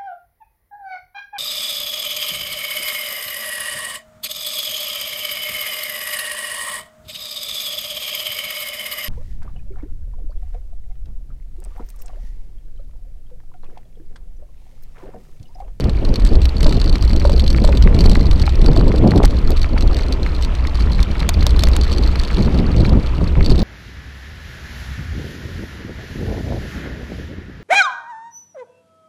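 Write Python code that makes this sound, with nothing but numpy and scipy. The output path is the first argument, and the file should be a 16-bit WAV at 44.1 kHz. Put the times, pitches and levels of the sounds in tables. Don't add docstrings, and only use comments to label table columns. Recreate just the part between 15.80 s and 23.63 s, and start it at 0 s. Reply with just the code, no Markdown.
import sys
import numpy as np
from scipy import signal
from scipy.fft import rfft, irfft
from scipy.io import wavfile
from scipy.ndimage import uniform_filter1d

SR = 44100
rng = np.random.default_rng(int(sys.argv[2]) if len(sys.argv) > 2 else 0)


def materialize(psi):
    bounded = np.clip(np.atleast_2d(psi).T, -1, 1)
    quanta = np.round(bounded * 32767).astype(np.int16)
    wavfile.write(sys.argv[1], SR, quanta)


def gain_from_db(level_db):
    decades = np.asarray(level_db, float) / 20
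    return 10 ** decades


N = 345303
LEAD = 60


def colour(x, points):
    hz, db = np.transpose(points)
    bins = np.maximum(np.fft.rfftfreq(x.shape[-1], 1 / SR), 1)
    gain = gain_from_db(np.interp(np.log(bins), np.log(hz), db))
    y = irfft(rfft(x) * gain, x.shape[-1])
    return y / np.sqrt(np.mean(y ** 2))


def resonate(x, hz, width_hz):
    y = signal.lfilter(*signal.iirpeak(hz, hz / width_hz, SR), x)
    return y / np.sqrt(np.mean(y ** 2))


def ring(t, hz, t60):
    return np.sin(2 * np.pi * hz * t) * np.exp(-np.log(1000) * t / t60)


def walk(rate):
    hold = int(SR / rate)
    steps = np.repeat(rng.standard_normal(N // hold + 1), hold)
    return uniform_filter1d(steps, hold)[:N]


def steady(x, span_s):
    return x / np.sqrt(uniform_filter1d(x ** 2, int(span_s * SR)) + 1e-3)


def bands(points, centres, own_db, own_rate, drive):
    whole = rfft(colour(drive, points))
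    octaves = np.log2(np.maximum(np.fft.rfftfreq(N, 1 / SR), 1))
    total = 0
    for centre in centres:
        window = np.clip(1 - 2 * abs(octaves - centre), 0, 1)
        total = total + gain_from_db(own_db * walk(own_rate)) * irfft(whole * window, N)
    return total


def lay(times, sounds):
    out = np.zeros(N + sounds.shape[1])
    starts = np.clip(times * SR, 0, N - 1).astype(int)
    np.add.at(out, starts[:, None] + np.arange(sounds.shape[1]), sounds)
    return out[:N]


def total_db(floor_db, db, shapes):
    return 10 * np.log10(gain_from_db(floor_db) ** 2 + gain_from_db(db) ** 2 @ shapes ** 2)


# time_s, hum_db
SHAKE = [(0.0, -27), (0.15, -9.5), (0.24, -28.5), (0.65, -11), (0.89, -28), (1.31, -12.5), (1.39, -19),
         (1.48, -12.5), (4.73, -20), (5.1, -12.5), (5.15, -24), (5.82, -10.5), (5.87, -15.5), (6.3, -13.5),
         (6.46, -21.5), (7.18, -12.5), (7.24, -19.5), (7.83, -15)]


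def shake(t):
    return np.interp(t, *np.transpose(SHAKE))


# centre_s, level_db, length_s
BUMPS = [(0.285, -8.5, 0.064), (0.45, -7.5, 0.069), (0.563, -5, 0.068), (0.855, -5, 0.054),
         (1.08, -11, 0.36), (1.392, -14, 0.21), (1.63, -12.5, 0.41), (1.858, -7.5, 0.063),
         (2.056, -5, 0.13), (2.276, -1.5, 0.079), (2.488, -8, 0.24), (2.878, -4, 0.16),
         (3.037, -6.5, 0.085), (3.2, -7.5, 0.04), (3.444, -2, 0.076), (3.677, -8.5, 0.11),
         (3.824, -8.5, 0.083), (4.048, -9.5, 0.16), (4.483, -11, 0.047), (4.68, -13.5, 0.048),
         (5.204, -7.5, 0.052), (5.6, -13.5, .07), (5.736, -7, 0.042), (5.89, -9.5, 0.077),
         (6.047, -16, 0.12), (6.322, -14.5, 0.16), (6.58, -18, 0.14), (7.03, -15.5, 0.35),
         (7.6, -5.5, 0.043), (7.71, -11.5, 0.094)]


def bumps(t):
    s, db, length = np.transpose(BUMPS)
    swell = np.exp(-(2 * (t - s[:, None]) / length[:, None]) ** 2 / 2)
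    return total_db(-18.5, db, swell)


def frame(hum_db, heave_db):
    hum_hz, hum_width_hz, heave_hz, heave_width_hz, span_s = 61, 24, 22, 22, .16
    hum = resonate(rng.standard_normal(N), hum_hz, hum_width_hz)
    hum = resonate(hum, hum_hz, 0.63 * hum_width_hz)
    heave = resonate(rng.standard_normal(N), heave_hz, heave_width_hz)
    heave = resonate(heave, heave_hz, 51.5)
    return gain_from_db(hum_db) * steady(hum, span_s) + gain_from_db(heave_db) * steady(heave, span_s)


# centre_s, push (signed, in units of reach), length_s
JOLTS = [(.541, -1.1, .012), (.852, -1.15, .013), (.876, 1, .016), (2.279, 1, .011), (2.301, -.75, .011),
         (2.826, -.7, .008), (2.88, -.65, .016), (2.909, .2, .014), (2.979, .75, .009), (3.415, -.1, .03),
         (3.443, -.75, .014), (3.46, 1, .014), (5.64, -.8, .009), (5.878, -.85, .012), (7.711, -1, .014)]


def jolted(low):
    t = np.arange(N) / SR
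    reach = 1.2
    for s, sign, length in JOLTS:
        near = slice(int((s - 3 * length) * SR), int((s + 3 * length) * SR))
        grip = np.exp(-((t[near] - s) / (.5 * length)) ** 2)
        pushed = (1 - grip) * low[near] + reach * sign * grip
        low = np.concatenate([low[:near.start], pushed, low[near.stop:]])
    return low


# start_s, length_s, thump_db, flutter_re_thump_db
GUSTS = [(.0, 0.076, -17.5, -5.5), (0.224, 0.16, -23.5, 0), (0.511, 0.074, -22.5, 2),
         (0.825, 0.11, -16, -4), (0.92, 0.24, -25.5, 0), (1.305, 0.34, -21, -3), (1.735, 0.22, -19, -2.5),
         (2.071, 0.34, -14, -5.5), (2.473, 0.19, -23, -6.5), (2.828, 0.33, -15, -2.5),
         (3.234, 0.15, -9, -3), (3.496, 0.072, -24, -1.5), (3.658, 0.057, -29.5, 6), (3.91, 0.21, -31, 6),
         (4.143, 0.28, -31, 3.5), (5.032, 0.096, -22, -10), (5.29, 0.32, -24, -9.5),
         (5.615, 0.19, -26.5, -2.5), (5.854, 0.16, -27.5, 1), (6.134, 0.1, -23.5, 0.5),
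         (6.585, 0.29, -14.5, -6), (6.969, 0.21, -12, -7), (7.41, 0.029, -12.5, -10.5),
         (7.583, 0.029, -14.5, -6), (7.683, 0.18, -14.5, -6)]


def gusts(t):
    s, length, db, flutter_db = np.transpose(GUSTS)
    rise_s, fall_s = .035, .045
    since = t - s[:, None]
    rise = np.minimum(since / rise_s, 0)
    fall = np.maximum(since - length[:, None], 0) / fall_s
    shapes = np.exp(rise - fall)
    return total_db(-32.5, db, shapes), total_db(-34, db + flutter_db, shapes)


# freq_hz, level_db (per Hz)
WIND = [(41, -10), (70, -9), (86, -7), (310, -8), (588, -18), (800, -27), (1190, -35), (1500, -41),
        (1950, -89), (3300, -120)]


def wind(thump_db, flutter_db):
    puff_db = np.minimum(2.76 * walk(45) + 3.4 * walk(140), 4.5)
    puffs = rng.standard_normal(N) * gain_from_db(puff_db)
    thump = bands(WIND, np.arange(6.5, 7.9, .5), own_db=1.5, own_rate=20, drive=puffs)
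    flutter = bands(WIND, np.arange(8, 10.4, .5), own_db=1.5, own_rate=25, drive=puffs)
    flutter = flutter / np.std(flutter)
    span_s = .16
    return gain_from_db(thump_db - 3.5) * steady(thump, span_s) + gain_from_db(flutter_db - 3.0) * steady(flutter, span_s)


# start_s, peak_db, pitch_hz
KNOCKS = [(0.055, -12.5, 450), (0.861, -7, 604), (0.879, -7, 557), (1.451, -0.5, 572), (1.495, -7, 570),
          (1.844, -4, 606), (1.889, -5, 564), (2.107, -14, 500), (2.256, -4.5, 424), (2.678, -8.5, 815),
          (2.886, -4.5, 466), (2.965, -7.5, 650), (3.073, -8, 540), (3.141, -8.5, 456), (3.402, -4, 400),
          (3.42, -24, 487), (3.442, -3.5, 810), (3.703, -11, 436), (3.966, -13, 890), (5.49, -8.5, 664),
          (5.667, -10, 605), (5.835, -10.5, 640), (5.963, -17, 447), (6.681, -13.5, 960), (6.751, -22, 560),
          (6.812, -17, 560), (7.414, -9.5, 373), (7.712, -3, 381)]


def knocks():
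    s, db, hz = np.transpose(KNOCKS)[:, :, None]
    t = np.arange(2000) / SR
    body = ring(t, hz, 26 / hz)
    body = body + gain_from_db(-3.0) * ring(t, 1.61 * hz, 13 / hz)
    body = body + gain_from_db(-4) * ring(t, 2.46 * hz, 5 / hz)
    onset = 1 - np.exp(-(t / 0.00077) ** 2)
    return lay(s[:, 0] - 0.0013, gain_from_db(db - 5.0) * body * onset)


# centre_s, peak_db, width_s
FLICKS = [
    (2.888, -7, 0.0017),
    (3.012, -12, 0.00049),
    (3.337, -16, 0.00047),
    (3.4025, -8.5, 0.00057),
    (3.4214, -8, 0.00078),
    (3.438, -3, 0.0012),
]


def flicks():
    s, db, width = np.transpose(FLICKS)[:, :, None]
    lead_s = .005
    u = (np.arange(440) / SR - lead_s) / np.maximum(width, .0002) * 2
    return lay(s[:, 0] - lead_s, gain_from_db(db) * (u ** 2 - 1) * np.exp(-u ** 2 / 2))


# freq_hz, level_db (per Hz)
CONTACT = [(300, -20), (700, 0), (2500, -5), (4000, 0), (6500, -6), (10500, -13), (13000, -14),
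           (15500, -20)]


def contact_noise(drive):
    return colour(drive, CONTACT)


# start_s, peak_db, length_s
SLAPS = [
    (3.436, -25, 0.0022),
    (3.454, -9, 0.0035),
    (3.705, -15, 0.00036),
    (5.490, -6, 0.0046),
    (5.666, -7.5, 0.0019),
    (5.836, -8, 0.0029),
    (5.886, -17, 0.00078),
    (5.9647, -10.5, 0.0015),
]


def slaps():
    s, db, length = np.transpose(SLAPS)[:, :, None]
    lead_s, rise_s, wash, wash_s = .003, .0004, .04, .004
    t = np.arange(1500) / SR - lead_s
    fall = np.exp(-2 * t / np.maximum(length, .0002))
    fall = fall + wash * np.exp(-t / wash_s) * length / lead_s
    drive = rng.standard_normal((len(s), 1500)) * np.where(t < 0, np.exp(t / rise_s), fall)
    drive[:, int(lead_s * SR)] = gain_from_db(13.5)
    return lay(s[:, 0] - lead_s + 0.001014, gain_from_db(db - 3.5) * contact_noise(drive) * np.std(drive))


def burst(count, chatter_share, fall_s):
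    t = np.arange(-LEAD, 150) / SR
    touch = chatter_share * rng.standard_normal((count, len(t))) * np.exp(-abs(t) / fall_s)
    touch[:, LEAD] = 1
    return touch


# freq_hz, level_db, t60_s
HOUSING = [(4150, 5.5, 0.2), (4472, 5.5, 0.3), (3750, -2, 0.03), (3170, -9, 0.024), (4800, -7, 0.015),
           (5210, -8.5, 0.03), (5600, -12, 0.02), (7700, -8, 0.018), (9800, -24, 0.006),
           (12400, -19, 0.0024)]


def housing(count, treble_db):
    t = np.arange(600) / SR
    chance = rng.standard_normal((count, 2 * len(HOUSING)))
    spot_db, detune, choke_s, split_hz = 2.2, .008, .0031, 6500
    modes = 0
    for k, (hz, db, t60) in enumerate(HOUSING):
        mode_db = db + (hz > split_hz) * treble_db + spot_db * chance[:, [2 * k]]
        mode_hz = hz * (1 + detune * chance[:, [2 * k + 1]])
        modes = modes + gain_from_db(mode_db) * ring(t, mode_hz, t60)
    modes = modes * (np.exp(-(t / choke_s) ** 2) + 0.035)
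    touches = burst(count, chatter_share=.23, fall_s=.0013)
    rung = signal.fftconvolve(modes, touches, axes=1)
    return rung / np.max(abs(rung), axis=1, keepdims=True)


# start_s,
# peak_db, treble_re_ring_db
TICKS = [(0.0068, -26.5, -13), (0.0425, -26, -15), (0.0958, -23.5, -11), (0.251, -27, -16),
         (0.29, -29, -13), (0.3412, -25, -20), (0.3583, -19, -14), (0.399, -27.5, -22),
         (0.422, -32, -21.0), (0.4506, -22, -14), (0.473, -24, -8), (0.4897, -29, -12),
         (0.535, -27, -16.0), (0.555, -24.5, -15), (0.618, -24.5, -8), (0.633, -29.0, -17.0),
         (0.6447, -31, -16), (0.6556, -19, -17.0), (0.6922, -26, -11), (0.768, -26.5, -11.0),
         (0.807, -20.5, -13), (0.8305, -20, -8.5), (0.8447, -18, -19), (0.8665, -19.5, -7),
         (0.894, -25, -14.0), (0.9103, -29, -10.0), (0.9252, -23, -4.5), (0.9528, -30, -20.0),
         (0.969, -24.5, -17.0), (1, -23, -12), (1.016, -18, -20), (1.0432, -25, -27),
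         (1.0605, -26, -15), (1.0776, -21.5, -18), (1.0956, -20.5, -14), (1.1276, -25.0, -18),
         (1.1382, -32, -15.0), (1.1567, -19.5, -10), (1.2106, -31, -19), (1.2251, -21.5, -12),
         (1.2388, -30.0, -18), (1.2502, -27.5, -4), (1.278, -25, -15.0), (1.2963, -27, -18.0),
         (1.3125, -26, -16), (1.3326, -23, -20), (1.3636, -23, -20.0), (1.3752, -29, -17.0),
         (1.3986, -23, -12), (1.424, -29, -17.0), (1.4534, -23, -15), (1.474, -25.5, -16),
         (1.4966, -26.5, -4), (1.5195, -25, -6), (1.5376, -28, -11.0), (1.564, -25, -21),
         (1.58, -27, -16), (1.5966, -15, -22), (1.621, -30, -19), (1.6407, -25.5, -21),
         (1.6644, -23, -23), (1.6788, -18.5, -23), (1.7036, -20.5, -12), (1.7291, -24.5, -11),
               (1.777, -27.5, -7), (1.8012, -29.0, -14.0), (1.821, -28, -19), (1.84, -23, -7),
               (1.849, -19.5, -9), (1.876, -25, -3), (1.892, -30, -6), (1.9226, -31, -6),
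               (1.952, -27.5, -14), (1.973, -20, -10), (2.0249, -18.5, -22), (2.039, -25, -12),
               (2.146, -29, 0.5), (2.1649, -31, -18), (2.19, -20.5, -14), (2.2075, -16.5, -11),
               (2.229, -35, -17), (2.2396, -17, -9), (2.26, -13.5, -15), (2.297, -18, -19),
               (2.3156, -19, -11), (2.3206, -30, -17), (2.332, -25, -14.0), (2.3518, -21.5, -7),
               (2.3955, -27, -17), (2.4096, -28, -11), (2.43, -30, -18), (2.4573, -29.0, -17.0),
               (2.4675, -23, -18), (2.5127, -19.5, -13), (2.531, -32, -10), (2.5975, -22, -8),
               (2.625, -21.5, -15.0), (2.6564, -28, -14.0), (2.6653, -23, -10), (2.6936, -25, -7),
               (2.756, -26.5, -13), (2.8166, -23, -21), (2.8443, -29.0, -12), (2.862, -18, -18),
               (2.8835, -25, -19), (2.9156, -29, -16.0), (2.9329, -28, -18.0), (2.9629, -23, -13),
               (2.974, -17.5, -16), (2.9947, -26, -18.0), (3.0103, -28.0, -12), (3.0808, -27, -10),
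               (3.1608, -26.5, -17.0), (3.183, -27, -13), (3.276, -23.5, -23), (3.3085, -22, -11),
               (3.3608, -26, -19), (3.3773, -21, -7), (3.431, -23, -5), (3.455, -17, -22.0),
         (3.508, -28, -6), (3.57, -28.5, -13), (3.5882, -29, -15), (3.675, -28, -17.0),
              (3.7193, -23.5, -16), (3.77, -25, -19), (3.7771, -27, -22.0), (3.796, -30.0, -19.0),
              (3.817, -20.5, -14), (3.8304, -22.5, -18.0), (3.982, -25.5, -18), (4.009, -25, -5),
              (4.0246, -22, -13), (4.076, -25.5, -15), (4.113, -31, -18.0), (4.146, -22.5, -24),
              (4.168, -23.5, -10), (4.1888, -26, -9), (4.2095, -27, -19.0), (4.2337, -28, -14),
              (4.325, -19.5, -17), (4.3364, -28.0, -21.0), (4.4313, -24.5, -17.0), (4.464, -31.0, -13.0),
              (4.6123, -30, -19.0), (4.625, -23, -17), (4.634, -25, -18.0), (4.6485, -21.5, -10),
              (4.8716, -23.5, -31), (4.9463, -28.5, -16.0), (4.9553, -25, -19), (4.9735, -31, -15.0),
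              (5.001, -25, -17.0), (5.008, -24.5, -19), (5.1195, -27, -22), (5.1324, -24.5, -26),
              (5.148, -28, -20.0), (5.204, -21, -9), (5.2298, -19, -20), (5.3143, -28, -20.0),
              (5.3806, -33, -16), (5.3952, -26.0, -19), (5.4038, -20.5, -12), (5.504, -31, -22),
              (5.595, -35, -14), (5.5422, -23.5, -27), (5.6084, -25, -21.0), (5.6285, -23, -16),
              (5.6661, -23, -22.0), (5.6935, -25, -20), (5.708, -25, -9), (5.764, -26, -18.0),
              (5.7938, -18.5, -16), (5.8078, -23, -15.0), (5.823, -26, -6), (5.8362, -7, -26),
              (5.8538, -26, -15.0), (5.871, -23, -22),
         (5.916, -28.0, -19), (5.9341, -22.0, -22), (5.9544, -27, -20.0), (5.9633, -19, -20),
              (6.013, -19.5, -24), (6.0357, -23.5, -10), (6.079, -29, -16), (6.098, -29, -19),
              (6.1179, -21.5, -14), (6.1277, -22.5, -15), (6.136, -23.0, -13), (6.1633, -29.0, -21.0),
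              (6.175, -27, -20.0), (6.183, -19.5, -25), (6.226, -28, -17), (6.2367, -22.5, -26),
              (6.243, -29, -21.0), (6.263, -25, -18.0), (6.276, -23, -16), (6.3582, -26.5, -17.0),
              (6.3976, -18.5, -16), (6.4152, -27, -23), (6.436, -21, -15.0), (6.45, -25, -20),
              (6.482, -27, -20), (6.5128, -31, -14.0), (6.5461, -27, -19), (6.57, -24, -21),
              (6.584, -26, -21), (6.606, -30, -22.0), (6.63, -25, -18), (6.6485, -27, -14.0),
              (6.6607, -26.5, -17), (6.745, -28, -23), (6.789, -24.5, -24), (6.9161, -31, -17),
              (6.9649, -27, -22), (6.981, -29, -22.0), (6.9996, -31, -19), (7.0478, -26.5, -22),
              (7.0943, -24, -28), (7.263, -28, -18), (7.271, -29, -18), (7.476, -27, -15.0),
              (7.628, -27.0, -20), (7.6453, -23, -15), (7.662, -17, -15.0), (7.6821, -32, -21.0),
              (7.703, -21, -11), (7.712, -19, -17), (7.7198, -21, -20), (7.758, -26, -14),
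              (7.781, -27, -22), (7.793, -22.5, -18), (7.802, -26.0, -18), (7.819, -27, -17.0),
         (0.465, -30.5, -2), (0.878, -26, -9), (0.945, -29, -11), (1.444, -30.0, -16.0),
            (1.4596, -28, -10), (1.576, -30, -18), (1.531, -26, -14), (1.763, -29, -5), (1.859, -26, -9),
            (2.368, -29, -13), (2.618, -23, -16), (3.45, -18.5, -5), (3.764, -33, -13), (5.023, -30, -18.0),
            (5.184, -30.0, -18.0), (5.425, -29, -17.0), (5.673, -29, -5), (6.044, -30.0, -13.0),
            (6.149, -32, -20.0), (6.54, -31, -15), (6.624, -26, -20.0), (6.777, -31.0, -21.0),
            (6.8, -29, -19), (6.97, -33, -22.0), (7.005, -25, -17), (7.018, -29, -20.0),
            (7.058, -26, -21.0), (7.649, -27.0, -13), (7.698, -25, -13.0)]


def ticks():
    events = TICKS
    s, db, treble_db = np.transpose(events)[:, :, None]
    slap_gap_s = abs(s - np.transpose(SLAPS)[0]).min(axis=1, keepdims=True)
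    db = db - 6 * (slap_gap_s < .004)
    late, weak = rng.random((len(s), 2)).T[:, :, None]
    rattle_s = .012 * late - .004
    s = np.vstack([s, s + rattle_s + .002 * np.sign(rattle_s)])
    db = np.vstack([db, db - 7.0 - 12 * weak])
    treble_db = np.vstack([treble_db, treble_db])
    rung = housing(len(s), treble_db + 12.5)
    t = (np.arange(rung.shape[1]) - LEAD) / SR
    rise_s, fall_s = .0011, .0056
    shape = np.where(t < 0, np.exp(t / rise_s), np.exp(-t / fall_s))
    noise = contact_noise(rng.standard_normal(rung.shape))
    noise = signal.lfilter(*signal.butter(1, [1200, 4500], "band", fs=SR), noise)
    crack = gain_from_db(treble_db - 2.0) * noise * shape
    return lay(s[:, 0] - LEAD / SR, gain_from_db(db + 5.0) * (rung + crack))


def chatter(db):
    count = 450
    s = rng.random(count) * N / SR
    size = gain_from_db(db[(s * SR).astype(int)] + 1.0 + 5.4 * rng.standard_normal(count))
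    return lay(s, size[:, None] * housing(count, treble_db=-5.0))


# start_s, peak_db
POPS = [(0.809, -29), (0.926, -25.5), (1.305, -28), (2.127, -28), (2.145, -29), (2.514, -30), (2.637, -28),
        (2.8604, -28), (4.194, -25), (5.413, -27), (6.793, -28), (6.843, -31), (1.155, -23.5),
        (1.416, -26.5), (1.7463, -21), (1.784, -23), (1.9265, -21.5), (2.074, -17.5), (2.24, -22),
        (2.258, -26), (2.2739, -23), (2.355, -16), (2.6768, -21), (3.118, -23), (3.3178, -19), (3.435, -23),
        (3.844, -21), (3.977, -20.5), (4.463, -20), (4.8507, -23.5), (5.005, -27), (5.1924, -23),
        (5.354, -26.5), (5.429, -23), (5.6237, -25), (5.872, -22), (6.3555, -23.5), (6.503, -23),
        (7.051, -20.5), (7.5536, -26), (7.6084, -21.5)]


def pops():
    s, db = np.transpose(POPS)[:, :, None]
    t = np.arange(500) / SR
    bend = 1 + .06 * rng.standard_normal(s.shape)
    body = ring(t, 1800 * bend, .0035)
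    body = body + gain_from_db(-10.0) * ring(t, 2150 * bend, 0.013)
    body = body + gain_from_db(-16.0) * ring(t, 1300 * bend, 0.023)
    return lay(s[:, 0] + 0.00066, gain_from_db(db + 12.0) * body * t / (t + 0.000097))


def grains(count, low_hz, octaves, cycles, spread_db):
    s, pitch, chance = rng.random((count, 3)).T[:, :, None]
    hz = low_hz * 2 ** (octaves * pitch)
    t = np.arange(300) / SR
    size = gain_from_db(-spread_db * np.log(1 - .97 * chance)) * np.sqrt(hz)
    out = lay(s[:, 0] * N / SR, size * ring(t, hz, cycles / hz) * t / (t + 0.1 / hz))
    return out / np.std(out)


# time_s, gravel_db
ROUGH = [(0.0, -40), (0.37, -40), (1.02, -38.5), (1.72, -41), (2.07, -37), (3.51, -38), (6.59, -34.5),
         (7.44, -37), (7.83, -38.5)]


def roughness(t):
    return np.interp(t, *np.transpose(ROUGH))


# freq_hz, level_db (per Hz)
GRAVEL = [(180, -24), (300, 6.5), (750, -8), (991, -5), (1350, -6.5), (1520, -10), (2400, -9.5),
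          (3380, -13), (4120, -18), (6200, -25.5), (15000, -45)]


def gravel(db):
    flicker_db, grain_share = 1.7, .55
    hiss = rng.standard_normal(N) * gain_from_db(flicker_db * walk(60))
    stones = grains(count=12000, low_hz=597.4, octaves=3.24, cycles=19.5, spread_db=5.5)
    crunch = hiss + grain_share * stones
    bed = bands(GRAVEL, np.arange(8, 14.6, .5), own_db=1.0, own_rate=23, drive=crunch)
    return gain_from_db(db + 1.5) * steady(bed, span_s=.2)


def scene():
    t = np.arange(N) / SR
    coarse = t[::64]
    heave_db = np.interp(t, coarse, bumps(coarse))
    thump_db, flutter_db = (np.interp(t, coarse, db) for db in gusts(coarse))
    gravel_db = roughness(t)
    mix = jolted(frame(shake(t), heave_db)) + wind(thump_db, flutter_db)
    mix = mix + knocks() + flicks() + slaps() + ticks() + chatter(gravel_db)
    mix = mix + pops() + gravel(gravel_db)
    return mix[None]


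def low_pass(x):
    return signal.sosfilt(signal.butter(12, 16410, fs=SR, output="sos"), x)


def record(dry):
    clip = .95
    hot = dry + gain_from_db(-65.0) * rng.standard_normal(dry.shape)
    rounded = hot / (1 + abs(hot / 1.1) ** 6) ** (1 / 6)
    flat = np.clip(rounded, -clip, clip)
    coupled = signal.lfilter(*signal.butter(1, 3, "high", fs=SR), flat)
    top = signal.butter(12, 15000, fs=SR, output="sos")
    mix = signal.sosfilt(top, np.clip(coupled, -1, 1))
    return low_pass(mix)


dry = scene()
out = record(dry)
materialize(out)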